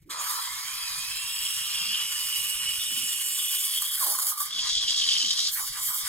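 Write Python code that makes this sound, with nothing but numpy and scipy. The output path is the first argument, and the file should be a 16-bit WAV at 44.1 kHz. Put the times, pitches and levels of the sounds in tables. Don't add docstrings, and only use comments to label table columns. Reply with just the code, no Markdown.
import sys
import numpy as np
from scipy import signal
from scipy.fft import rfft, irfft
from scipy.io import wavfile
from scipy.ndimage import uniform_filter1d

SR = 44100
rng = np.random.default_rng(int(sys.argv[2]) if len(sys.argv) > 2 else 0)


def master_out(mix):
    frames = np.transpose(np.atleast_2d(mix))
    ceiling = np.clip(frames, -1, 1)
    pcm = np.round(ceiling * 32767).astype(np.int16)
    wavfile.write(sys.argv[1], SR, pcm)


N = 268304
TIME = np.arange(N) / SR
HZ = np.fft.rfftfreq(N, 1 / SR)

VALVE_OPENS = 0.093
HOLLOW_HZ = 1250
DIVE_AT, SINK_S, SURFACES_AT, LIFT_S = 4.42, 0.096, 5.54, 0.06


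def gain_of(db):
    return 10 ** (np.asarray(db) / 20)


def evened(x):
    return x / np.sqrt(np.mean(x ** 2) + 1e-20)


def read(points, hz):
    f, value = np.transpose(points)
    return np.interp(np.log(hz + 1), np.log(f + 1), value)


def follow(rows):
    s, *columns = np.transpose(rows)
    return [np.interp(TIME, s, c) for c in columns]


def during(rows, fade=0.045):
    return np.clip(1 + np.minimum(TIME - rows[0][0], rows[-1][0] - TIME) / fade, 0, 1)


def held(start, end, attack, release):
    return np.clip(1 + np.minimum((TIME - start) / attack, (end - TIME) / release), 0, 1)


def burst(s, length):
    return np.exp(-np.minimum((2 * (TIME - s) / length) ** 2, 50))


def coloured(x, db):
    return evened(irfft(rfft(x) * gain_of(db), N))


def above(x, hz):
    return signal.sosfilt(signal.butter(6, hz, "highpass", fs=SR, output="sos"), x)


def wander(rate):
    return evened(irfft(rfft(rng.standard_normal(N)) / (1 + (HZ / rate) ** 2), N))


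def crackle(per_s, spread_db, share):
    sizes = gain_of(spread_db * np.minimum(rng.exponential(1, N), 5))
    clicks = sizes * rng.choice([-1, 1], N) * (rng.random(N) < per_s / SR)
    share = np.clip(share, 0, 1)
    return np.sqrt(share) * evened(clicks) + np.sqrt(1 - share) * rng.standard_normal(N)


def resonate(x, hz, width):
    turn = np.exp(2j * np.pi * np.cumsum(hz * np.ones(len(x))) / SR)
    r = np.exp(-np.pi * width / SR)
    smoothed = signal.lfilter([1], [1, -2 * r, r * r], x / turn)
    return evened((turn * smoothed).real)


def depth():
    return held(DIVE_AT + SINK_S, SURFACES_AT - LIFT_S, SINK_S, LIFT_S)


# f/Hz, level/dB
BURBLE_SPECTRUM = [(90, -2), (160, 9), (230, 2), (330, -13), (480, -5.5), (800, -17), (1600, -11.5)]
# f/Hz, level/dB
ROOM_RUMBLE = [(12, -27), (20, -3.5), (41, 6), (70, -9), (92, 1), (200, -9.5), (260, -87), (440, -120)]
# start t/s, end t/s, level change/dB
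QUIET_SPELLS = [(0.107, 0.643, -4.5), (2.298, 2.554, -1), (3.152, 4.517, -7), (3.616, 3.67, -24),
                (4.01, 4.4, -6), (4.179, 4.318, -18), (5.952, 5.994, -24)]


def low_sounds(burble_db=-72, deep_db=-65, uneven_db=6.0, rumble_db=-63, swell_db=4.5, air_db=-76):
    burble = coloured(crackle(per_s=150, spread_db=-0.5, share=0.17), read(BURBLE_SPECTRUM, HZ))
    swirl = gain_of(burble_db + uneven_db * np.minimum(wander(25), 1.5)) + gain_of(deep_db) * depth()
    rumble = coloured(rng.standard_normal(N), read(ROOM_RUMBLE, HZ))
    rumble = rumble * gain_of(rumble_db + swell_db * wander(19.0))
    air_spectrum = read([(900, -24.0), (2200, 57), (4000, -3), (15000, -71)], HZ)
    air = coloured(rng.standard_normal(N), air_spectrum)
    lull_db = sum(db * held(start, end, attack=0.05, release=0.037) for start, end, db in QUIET_SPELLS)
    return gain_of(lull_db) * (swirl * burble + rumble) + gain_of(air_db) * air


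# start t/s, end t/s, level/dB, centre f/Hz
LIQUID_SURGES = [(0.08, 0.089, -54, 330), (1.825, 1.93, -56.5, 217), (2.627, 2.886, -69.5, 187),
                 (2.93, 3.037, -54.5, 263), (5.258, 5.303, -56.5, 238), (5.63, 5.66, -69, 361.6)]


def surges(swell_s=0.062, stop_s=0.021, glug_db=1.5, slosh=0.18):
    drive = crackle(per_s=130, spread_db=0.5, share=0.8) * gain_of(glug_db * np.minimum(wander(41), 2))
    waver = np.exp(slosh * wander(30))
    out = np.zeros(N)
    for start, end, db, hz in LIQUID_SURGES:
        glugs = resonate(drive, hz * waver, width=80)
        out += gain_of(db) * held(start, end, swell_s, stop_s) * glugs
    return out


def first_gurgle(start_hz=400, climb_octaves_per_s=7.1, s=0.24, length=0.36, level_db=-53, slosh=0.13):
    hz = np.minimum(start_hz * 2 ** (climb_octaves_per_s * (TIME - VALVE_OPENS)), HOLLOW_HZ)
    gurgle = resonate(rng.standard_normal(N), hz * (1 + slosh * wander(40)), width=260)
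    return gain_of(level_db) * burst(s, length) * gurgle * (TIME > VALVE_OPENS)


# centre t/s, length t/s, f/Hz, level/dB
DROP_SIZZLES = [(0.2, 0.037, 6860, -34), (0.28, 0.14, 6850, -50), (1.865, 0.25, 4840, -35),
                (3.295, 0.59, 7350, -38.5), (3.613, 0.18, 6880, -43), (5.858, 0.27, 7700, -39.5)]


def sizzles(width=1000):
    drive = rng.standard_normal(N)
    return sum(gain_of(db) * burst(s, length) * resonate(drive, hz, width)
               for s, length, hz, db in DROP_SIZZLES)


# start t/s, end t/s, roar level/dB
AIR_DRAUGHTS = [(0.115, 0.292, -39), (0.3, 0.4, -36), (0.41, 0.63, -43.5), (0.653, 1.005, -47.5),
                (3.82, 3.838, -47), (4.017, 4.2, -44), (4.21, 4.33, -44.5), (4.34, 4.42, -51),
                (4.632, 4.69, -44), (5.598, 5.639, -41), (5.77, 5.817, -45.5), (5.895, 5.956, -41.5),
                (6.066, 6.09, -42)]


def draughts(attack=0.026, release=0.022):
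    return np.max([gain_of(db) * held(start, end, attack, release)
                   for start, end, db in AIR_DRAUGHTS], axis=0)


# f/Hz, level/dB
ROAR_SPECTRUM = [(200, -45), (400, -29.5), (750, -24), (900, -3.5), (1080, 2.5), (1230, 5.5), (1450, -8),
                 (1900, -39), (2600, -43), (4000, -77)]


def roar():
    air = crackle(per_s=900, spread_db=1.5, share=0.4) * gain_of(1.5 * np.minimum(wander(90), 1.5))
    return coloured(air, read(ROAR_SPECTRUM, HZ)) * draughts()


# start t/s, end t/s, first f/Hz, last f/Hz, level/dB
FROTH_SLURPS = [(3.978, 4.042, 1670, 840, -44), (4.634, 4.689, 1930, 1600, -46),
                (5.568, 5.6, 1750, 1190, -39), (5.756, 5.782, 1740, 1350, -41),
                (5.89, 5.931, 1600, 1250, -46), (6.054, 6.094, 1900, 1380, -42.5)]


def slurps(swell_s=0.022, fade_s=0.026):
    drive = crackle(per_s=1200, spread_db=1.5, share=0.6)
    out = np.zeros(N)
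    for start, end, first_hz, last_hz, db in FROTH_SLURPS:
        hz = np.interp(TIME, [start, end], [first_hz, last_hz])
        out += gain_of(db) * held(start, end, swell_s, fade_s) * resonate(drive, hz, width=1100)
    return above(out, hz=875)


def hoot(start=4.33, end=4.475, level_db=-43.0, hz=1190, swell_s=0.025, fade_s=0.02):
    note = resonate(rng.standard_normal(N), hz, width=90)
    note = evened(note / (abs(signal.hilbert(note)) + 0.3) ** 0.6)
    return gain_of(level_db) * held(start, end, swell_s, fade_s) * note


# centre t/s, length t/s, lowest f/Hz, level/dB
AIR_GULPS = [(4.075, 0.097, 342, -41), (4.253, 0.1, 496, -50)]
# f/Hz, level/dB
GULP_SPECTRUM = [(200, -16), (340, -8), (800, 9), (1400, -2), (2000, -12), (3000, -35)]


def gulps(ring_db=-6, ring_s=0.026, glug_db=2.0, edge_hz=130, spread=0.99):
    bubbling = crackle(per_s=500, spread_db=2.0, share=0.56)
    bubbling = bubbling * gain_of(glug_db * np.minimum(wander(80), 1.5))
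    hz, t, z = signal.stft(coloured(bubbling, read(GULP_SPECTRUM, HZ)), SR, nperseg=1024)
    out = np.zeros(N)
    for s, length, low_hz, db in AIR_GULPS:
        lowest = np.interp(t, TIME, HOLLOW_HZ * (low_hz / HOLLOW_HZ) ** burst(s, 2 * length))
        passed = np.clip(1 + (hz[:, None] - lowest) / edge_hz, 0, 1)
        rush = signal.istft(z * passed, SR, nperseg=1024)[1][:N]
        ring = gain_of(ring_db) * burst(s, ring_s) * resonate(bubbling, low_hz, width=80)
        out += gain_of(db) * (burst(s, spread * length) * rush + ring)
    return above(out, hz=247)


# f/Hz, level/dB
JET_SPECTRUM = [(250, -38.5), (600, -56), (780, -25), (950, -3.5), (1600, -1), (2300, 5.5), (4000, 3.5),
                (6100, 2), (7600, 3.5), (9800, 3), (12000, 2.5), (14300, 0), (15600, 1)]
# f/Hz, width/Hz, lift/dB
PITCHER_RESONANCES = [(1180, 160, 7.5), (2600, 640, -10.5), (3188, 205, 9), (4920, 910, 6.5),
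                      (7040, 185, 7), (8220, 140, 7.5), (9240, 210, 4.5), (10580, 560, 7),
                      (12060, 540, 2.5), (12700, 300, 5.5), (14200, 300, -2)]


def pitcher_db(hz, tuning=1):
    lifts = sum(db / (1 + (2 * (hz - centre * tuning) / width) ** 2)
                for centre, width, db in PITCHER_RESONANCES)
    return read(JET_SPECTRUM, hz) + lifts


# centre t/s, thump level/dB, thump f/Hz, relative spray level/dB, length t/s
SURFACE_SPITS = [(3.653, -76, 1210, -24, 0.019), (3.823, -36, 1167, -21, 0.009),
                 (3.982, -49, 1750, -28, 0.0055), (4.026, -30, 1074, -23, 0.028),
                 (4.067, -32, 1104, -24, 0.0078), (4.122, -36.5, 930, -24.5, 0.021),
                 (4.151, -32.5, 1130, -28, 0.015), (4.189, -26, 1092, -22, 0.0042),
                 (4.2, -38, 1090, -24, 0.013), (4.228, -41, 1090, -24.5, 0.013),
                 (4.27, -32, 1080, -17.5, 0.0025), (4.322, -31.5, 1140, -34, 0.007),
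                 (4.379, -37, 1190, -27.5, 0.0098), (4.407, -30.5, 1183, -25, 0.014),
                 (4.419, -33, 1180, -39, 0.008)]


def spits(spray_db=-1, smear=0.69, sag_hz_per_s=7000):
    spray_colour = pitcher_db(HZ) + read([(2500, -27.5), (9000, -14)], HZ)
    spray = coloured(rng.standard_normal(N), spray_colour)
    splash = 0.35 * above(resonate(rng.standard_normal(N), HOLLOW_HZ, width=800), hz=750)
    drift, out = smear * wander(54), np.zeros(N)
    for s, db, hz, puff_db, length in SURFACE_SPITS:
        cycles = (hz - sag_hz_per_s * (TIME - s) / 2) * (TIME - s)
        thump = np.sqrt(2) * np.sin(2 * np.pi * cycles + drift) + splash
        out += burst(s, length) * (gain_of(db) * thump + gain_of(puff_db + spray_db) * spray)
    return out


# start t/s, end t/s, build-up t/s, level/dB, nominal f/Hz
BUBBLE_FIZZLES = [(1.39, 1.743, 0.51, -39, 3180), (1.75, 2, 0.037, -37, 3245),
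                  (2.758, 3.183, 0.059, -43.5, 3320), (3.454, 3.678, 0.24, -38.5, 3310),
                  (3.755, 3.772, 0.077, -32, 3230), (3.85, 3.94, 0.021, -36, 3290),
                  (4.511, 4.565, 0.016, -36, 3360), (4.763, 4.84, 0.089, -31.5, 3300)]
# f/Hz, level/dB
BOIL_SPECTRUM = [(1000, -41.5), (2600, -17), (3100, -15), (3800, -3), (4800, 0), (5500, -1.5), (6200, -9.5),
                 (6850, -4.5), (7500, -14.5), (9000, -15.5), (11000, -41), (16000, -55)]
# centre t/s, length t/s, level change/dB
RATTLE_STALLS = [(4.754, 0.032, -4.5), (4.859, 0.035, -7), (4.954, 0.031, -4), (5.232, 0.013, -3),
                 (5.353, 0.034, -5.5)]


def bubbles(deep_ring_db=-36, peak_ring_db=-34, peak_s=5.12, peak_length=0.48, boil_db=-27.5,
            throb_db=3.0, drift=0.024, build_s=0.26, boil_stop_s=0.017, swelling=0.053):
    size = 1 + drift * wander(30) + swelling * burst(5.17, length=0.22)
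    collapses = crackle(per_s=570, spread_db=0.7, share=0.5)
    fizzles = np.zeros(N)
    for start, end, build, db, hz in BUBBLE_FIZZLES:
        spell = held(start, end, build, release=0.088)
        fizzles += gain_of(db) * spell * resonate(collapses, hz / size, width=300)
    rings = resonate(collapses, 3270 / size, width=314)
    deep = depth() * held(DIVE_AT + SINK_S + build_s / 2, SURFACES_AT, build_s / 2, LIFT_S)
    ringing = gain_of(deep_ring_db) * deep + gain_of(peak_ring_db) * burst(peak_s, peak_length)
    rattle = coloured(crackle(per_s=3600, spread_db=3.0, share=0.47), read(BOIL_SPECTRUM, HZ))
    boiling = held(DIVE_AT + SINK_S / 2 + build_s, SURFACES_AT - LIFT_S, build_s, boil_stop_s)
    boiling = gain_of(boil_db) * boiling
    stall_db = sum(db * burst(s, length) for s, length, db in RATTLE_STALLS)
    unsteady = gain_of(stall_db + throb_db * np.minimum(wander(156), 2))
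    return (fizzles + rings * ringing + rattle * boiling) * unsteady


# centre t/s, level/dB, f/Hz, length t/s
BUBBLE_POPS = [(1.753, -29, 3110, 0.016), (1.931, -25, 3070, 0.0055), (1.948, -21, 3160, 0.0074),
               (1.957, -25, 3005, 0.0077), (2.331, -34, 3090, 0.017), (2.808, -32.5, 3550, 0.026),
               (2.867, -35, 3630, 0.026), (2.966, -30, 2925, 0.016), (3.398, -28.5, 3420, 0.024),
               (3.642, -30, 3350, 0.013), (3.78, -28, 3190, 0.011), (4.59, -26, 3355, 0.023),
               (4.883, -20.5, 3290, 0.0086), (4.925, -25, 3280, 0.011), (4.946, -23, 3260, 0.0056),
               (5.001, -20.5, 3280, 0.0079), (5.022, -21, 3220, 0.0079), (5.091, -20, 3170, 0.0084),
               (5.123, -21, 3440, 0.0099), (5.156, -23.5, 3225, 0.013), (5.168, -19.5, 3120, 0.0062),
               (5.392, -41, 3120, 0.0053)]


def pops(smear=0.87, ragged_s=0.067):
    drift, out = smear * wander(140), np.zeros(N)
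    sputter = resonate(rng.standard_normal(N), 3300, width=750)
    for s, db, hz, length in BUBBLE_POPS:
        ragged = np.clip(length / ragged_s, 0, 0.8)
        tone = np.sin(2 * np.pi * hz * TIME + drift)
        ring = np.sqrt(2 * (1 - ragged)) * tone + np.sqrt(ragged) * sputter
        out += gain_of(db) * burst(s, length) * ring
    return out


# t/s, mean f/Hz, level/dB, overtone level/dB
WHISTLE_PATH = [(0.3, 4300, -57, -70), (0.63, 4700, -58, -66), (0.8, 4980, -40, -60),
                (0.98, 4870, -41, -65), (1.12, 5230, -43, -53), (1.27, 5290, -43, -44),
                (1.52, 5620, -38, -39), (1.86, 5520, -39.5, -43.5), (2.02, 5685, -40.5, -40),
                (2.66, 5656, -41, -38.5), (3.0, 5630, -40.5, -38), (3.3, 5700, -42.5, -35),
                (3.56, 5790, -42, -35.5), (3.79, 5870, -44, -41)]


def whistle(top_db=-4, waver=0.0079):
    hz, db, overtones_db = follow(WHISTLE_PATH)
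    hz = hz * (1 + waver * wander(11))
    drive = crackle(per_s=1200, spread_db=2.5, share=0.58)
    lowest = resonate(drive, hz, width=280)
    overtones = resonate(drive, hz * 1.474, width=300)
    overtones = overtones + gain_of(top_db) * resonate(drive, hz * 1.96, width=640)
    mix = gain_of(db) * lowest + gain_of(overtones_db) * overtones
    return during(WHISTLE_PATH, fade=0.086) * mix


# t/s, mean f/Hz, level/dB
SQUEAL_PATH = [(0.3, 1510, -51.5), (0.42, 1930, -52), (0.5, 2070, -44), (0.66, 2250, -51.5),
               (0.78, 2560, -45), (0.87, 2540, -44), (0.96, 2430, -48), (1.05, 2570, -42),
               (1.14, 2640, -40), (1.28, 2770, -41), (1.47, 2890, -36), (1.64, 2910, -38),
               (1.84, 2780, -36), (2.0, 2946, -32.5), (2.22, 2930, -36), (2.36, 2930, -31),
               (2.48, 2920, -34.5), (2.57, 2920, -33), (2.73, 2936, -30.5), (2.8, 2950, -36.5),
               (2.95, 2950, -33.5), (3.16, 2920, -35), (3.28, 2940, -38), (3.56, 2950, -35.5),
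               (3.79, 2990, -45)]
# t/s, share/0-1
SQUEAL_CLEARNESS = [(0.4, .5), (0.8, .72), (1.15, .75), (1.4, .45), (2.05, .45), (2.3, .9), (3.15, .9),
                    (3.35, .5)]


def squeal(skirt_db=-11, falter_db=1.3, rough_hz=260):
    hz, db = follow(SQUEAL_PATH)
    hz = hz * (1 + 0.002 * wander(19))
    note = resonate(rng.standard_normal(N), hz, width=85)
    note = evened(note / (abs(signal.hilbert(note)) + 0.2) ** 0.75)
    ragged = resonate(crackle(per_s=430, spread_db=-1.5, share=0.36), hz, rough_hz)
    clear = follow(SQUEAL_CLEARNESS)[0]
    mixed = np.sqrt(clear) * note + np.sqrt(1 - clear) * ragged
    note = evened(mixed * gain_of(falter_db * wander(25)))
    skirt = gain_of(skirt_db) * resonate(rng.standard_normal(N), hz * 0.878, width=390)
    return during(SQUEAL_PATH, fade=0.15) * gain_of(db) * (note + skirt)


# t/s, relative level/dB
SPRAY_LEVEL = [(0.11, -40), (0.17, -47.5), (0.21, -37.5), (0.31, -32), (0.5, -39.5), (1.1, -37.5),
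               (1.4, -34.5), (1.66, -35), (1.98, -39), (2.42, -31), (2.66, -35.5), (3.25, -32),
               (3.55, -28.5), (3.92, -29.5), (4.03, -25.5), (4.3, -27), (5.6, -27.5), (6.08, -29)]
# centre t/s, length t/s, spray level change/dB, body level change/dB
WAVE_CHOKES = [(2.01, 0.028, 2, 4), (2.125, 0.038, 2, 4.5), (2.64, 0.12, -2, 3.5), (3.798, 0.015, -6, -2),
               (4.172, 0.046, -6, -1.5), (4.364, 0.072, -11, -5), (4.675, 0.047, 5, 9.5),
               (4.79, 0.06, -11, -7), (5.738, 0.15, -10, 3.5), (6.037, 0.091, -6.5, 4)]


def jet_levels(spray_lift_db=2.0, dive_muffles_db=-13, refill_db_per_s=8,
               body_start_db=-30, body_fades_at=1.85, body_fade_db_per_s=3.5, body_end_db=-34):
    muffling = dive_muffles_db - refill_db_per_s * (SURFACES_AT - TIME)
    spray = follow(SPRAY_LEVEL)[0] + spray_lift_db + depth() * muffling
    fade_db = body_fade_db_per_s * np.maximum(TIME - body_fades_at, 0)
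    body = np.maximum(body_start_db - fade_db, body_end_db)
    for s, length, spray_db, body_db in WAVE_CHOKES:
        spray = spray + spray_db * burst(s, length)
        body = body + body_db * burst(s, length)
    return spray, body


LOW_HISS_HZ = 900
HAND_CLOSES_AT = 3.9
HAND_DIP_HZ, HAND_DIP_WIDTH_HZ, HAND_DIP_DB = 2610, 510, -9
DARKER_ABOVE_HZ, DARKER_DB_PER_KHZ = 11400, -3
# t/s, level/dB
LOW_HISS_LEVEL = [(0.6, 16), (1.2, 9), (1.9, 15), (2.4, 2), (3.4, -14), (3.65, -20), (4.0, -16), (4.5, 11)]


def jet(spray, body, body_hz=1900, spray_hz=12000, flutter_db=1.29, patchy_db=2.5, sway=0.0063):
    restless = np.interp(TIME, [2.0, 3.8], [0.8, 1.4])
    drive = crackle(per_s=5000, spread_db=0.5, share=0.56)
    drive = drive * gain_of(flutter_db * restless * np.minimum(wander(30), 2))
    hz, t, z = signal.stft(coloured(drive, pitcher_db(HZ)), SR, nperseg=512)
    hz = hz[:, None]
    height = np.clip((hz - body_hz) / (spray_hz - body_hz), 0, 1.25)
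    tilt = height * np.interp(t, TIME, spray) + (1 - height) * np.interp(t, TIME, body)
    dip = HAND_DIP_DB / (1 + (2 * (hz - HAND_DIP_HZ) / HAND_DIP_WIDTH_HZ) ** 2)
    tilt = tilt + dip * (t > HAND_CLOSES_AT)
    khz_above = np.maximum(hz - DARKER_ABOVE_HZ, 0) / 1000
    tilt = tilt + np.interp(t, TIME, depth()) ** 6 * DARKER_DB_PER_KHZ * khz_above
    low_share = np.clip((LOW_HISS_HZ - hz) / 150, 0, 1)
    tilt = tilt + np.interp(t, *np.transpose(LOW_HISS_LEVEL)) * low_share
    tuning = 1 + sway * np.interp(t, TIME, wander(1.0))
    tilt = tilt + pitcher_db(hz, tuning) - pitcher_db(hz)
    patches = uniform_filter1d(rng.standard_normal(z.shape), size=4, axis=0)
    patches = evened(uniform_filter1d(patches, size=12, axis=1))
    shaped = z * gain_of(tilt + patchy_db * np.minimum(patches, 2))
    hiss = signal.istft(shaped, SR, nperseg=512)[1][:N]
    return hiss * np.clip((TIME - VALVE_OPENS) / 0.013, 0, 1)


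# f/Hz, share/0-1
DIRECT_SHARE = [(100, .96), (300, .9), (700, .55), (1150, .82), (1900, .84), (2600, .62), (3300, .8),
                (5200, .66), (6200, .5), (7600, .9), (8500, .7), (11000, .92), (12800, .92), (14000, .7)]
# f/Hz, lead/radians
LEFT_LEAD = [(300, 0), (720, -.7), (950, .8), (1320, 1.7), (1650, .2), (2100, .3), (3000, 1.1), (3600, .9),
             (4100, 2), (5500, 2.5), (6100, 1.7), (6500, 0)]
# f/Hz, level/dB
PORT_BALANCE = [(200, -0.5), (550, -4.5), (880, -16), (1200, -5.5), (1450, 2.5), (2400, -8), (3200, 0),
                (4500, -1), (6200, -2.5), (6800, -2), (9200, 0), (10300, -3.5), (11600, -4.5), (12800, -3),
                (13900, 6), (15500, -31)]


def ports(x, t60=0.12, near=0.89):
    decay = gain_of(-60 * np.minimum(TIME / t60, 10)) * (TIME > .001)
    echoes = rng.standard_normal((2, N)) * decay
    echoes = rfft(echoes / np.linalg.norm(echoes, axis=1, keepdims=True))
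    side = np.array([[.5], [-.5]])
    direct = np.clip(near * read(DIRECT_SHARE, HZ), 0, 1)
    paths = np.sqrt(direct) * np.exp(1j * side * read(LEFT_LEAD, HZ)) + np.sqrt(1 - direct) * echoes
    balance = gain_of(side * read(PORT_BALANCE, HZ))
    taps = irfft(paths * balance / np.sqrt(np.mean(balance ** 2, axis=0)), N)
    early = 256
    taps = np.roll(taps, early, axis=1)[:, :SR // 2]
    return signal.fftconvolve(x[None], taps, axes=1)[:, early:early + N]


def kitchen(x):
    centres = [1.0, 3.0, 4.6]  # s, when each set is heard alone
    return sum(ports(x * np.interp(TIME, centres, weights)) for weights in np.eye(len(centres)))


def scene(spray_pan_db=1.0, bubble_pan_db=2.2, squeal_pan_db=-0.5, gulp_pan_db=4, spread_db=-14):
    side = np.array([[.5], [-.5]])
    levels = jet_levels()
    background = low_sounds() + surges()
    breaking = first_gurgle() + sizzles() + roar() + slurps() + hoot() + spits()
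    surface = kitchen(background + breaking + jet(*levels))
    gulping = ports(gulps())
    depths = kitchen(bubbles() + pops())
    note = ports(whistle() + squeal(), near=1.3)
    scattered = 2 * side * gain_of(spread_db) * jet(*levels)
    return (surface * gain_of(side * spray_pan_db)
            + gulping * gain_of(side * gulp_pan_db)
            + depths * gain_of(side * bubble_pan_db)
            + note * gain_of(side * squeal_pan_db)
            + scattered)


EDGE_HZ = 15830


def record(dry):
    low_pass = signal.firwin(511, EDGE_HZ, window=("kaiser", 9), fs=SR)
    return signal.oaconvolve(dry, low_pass[None], "same")


dry = scene()
out = record(dry)
master_out(out)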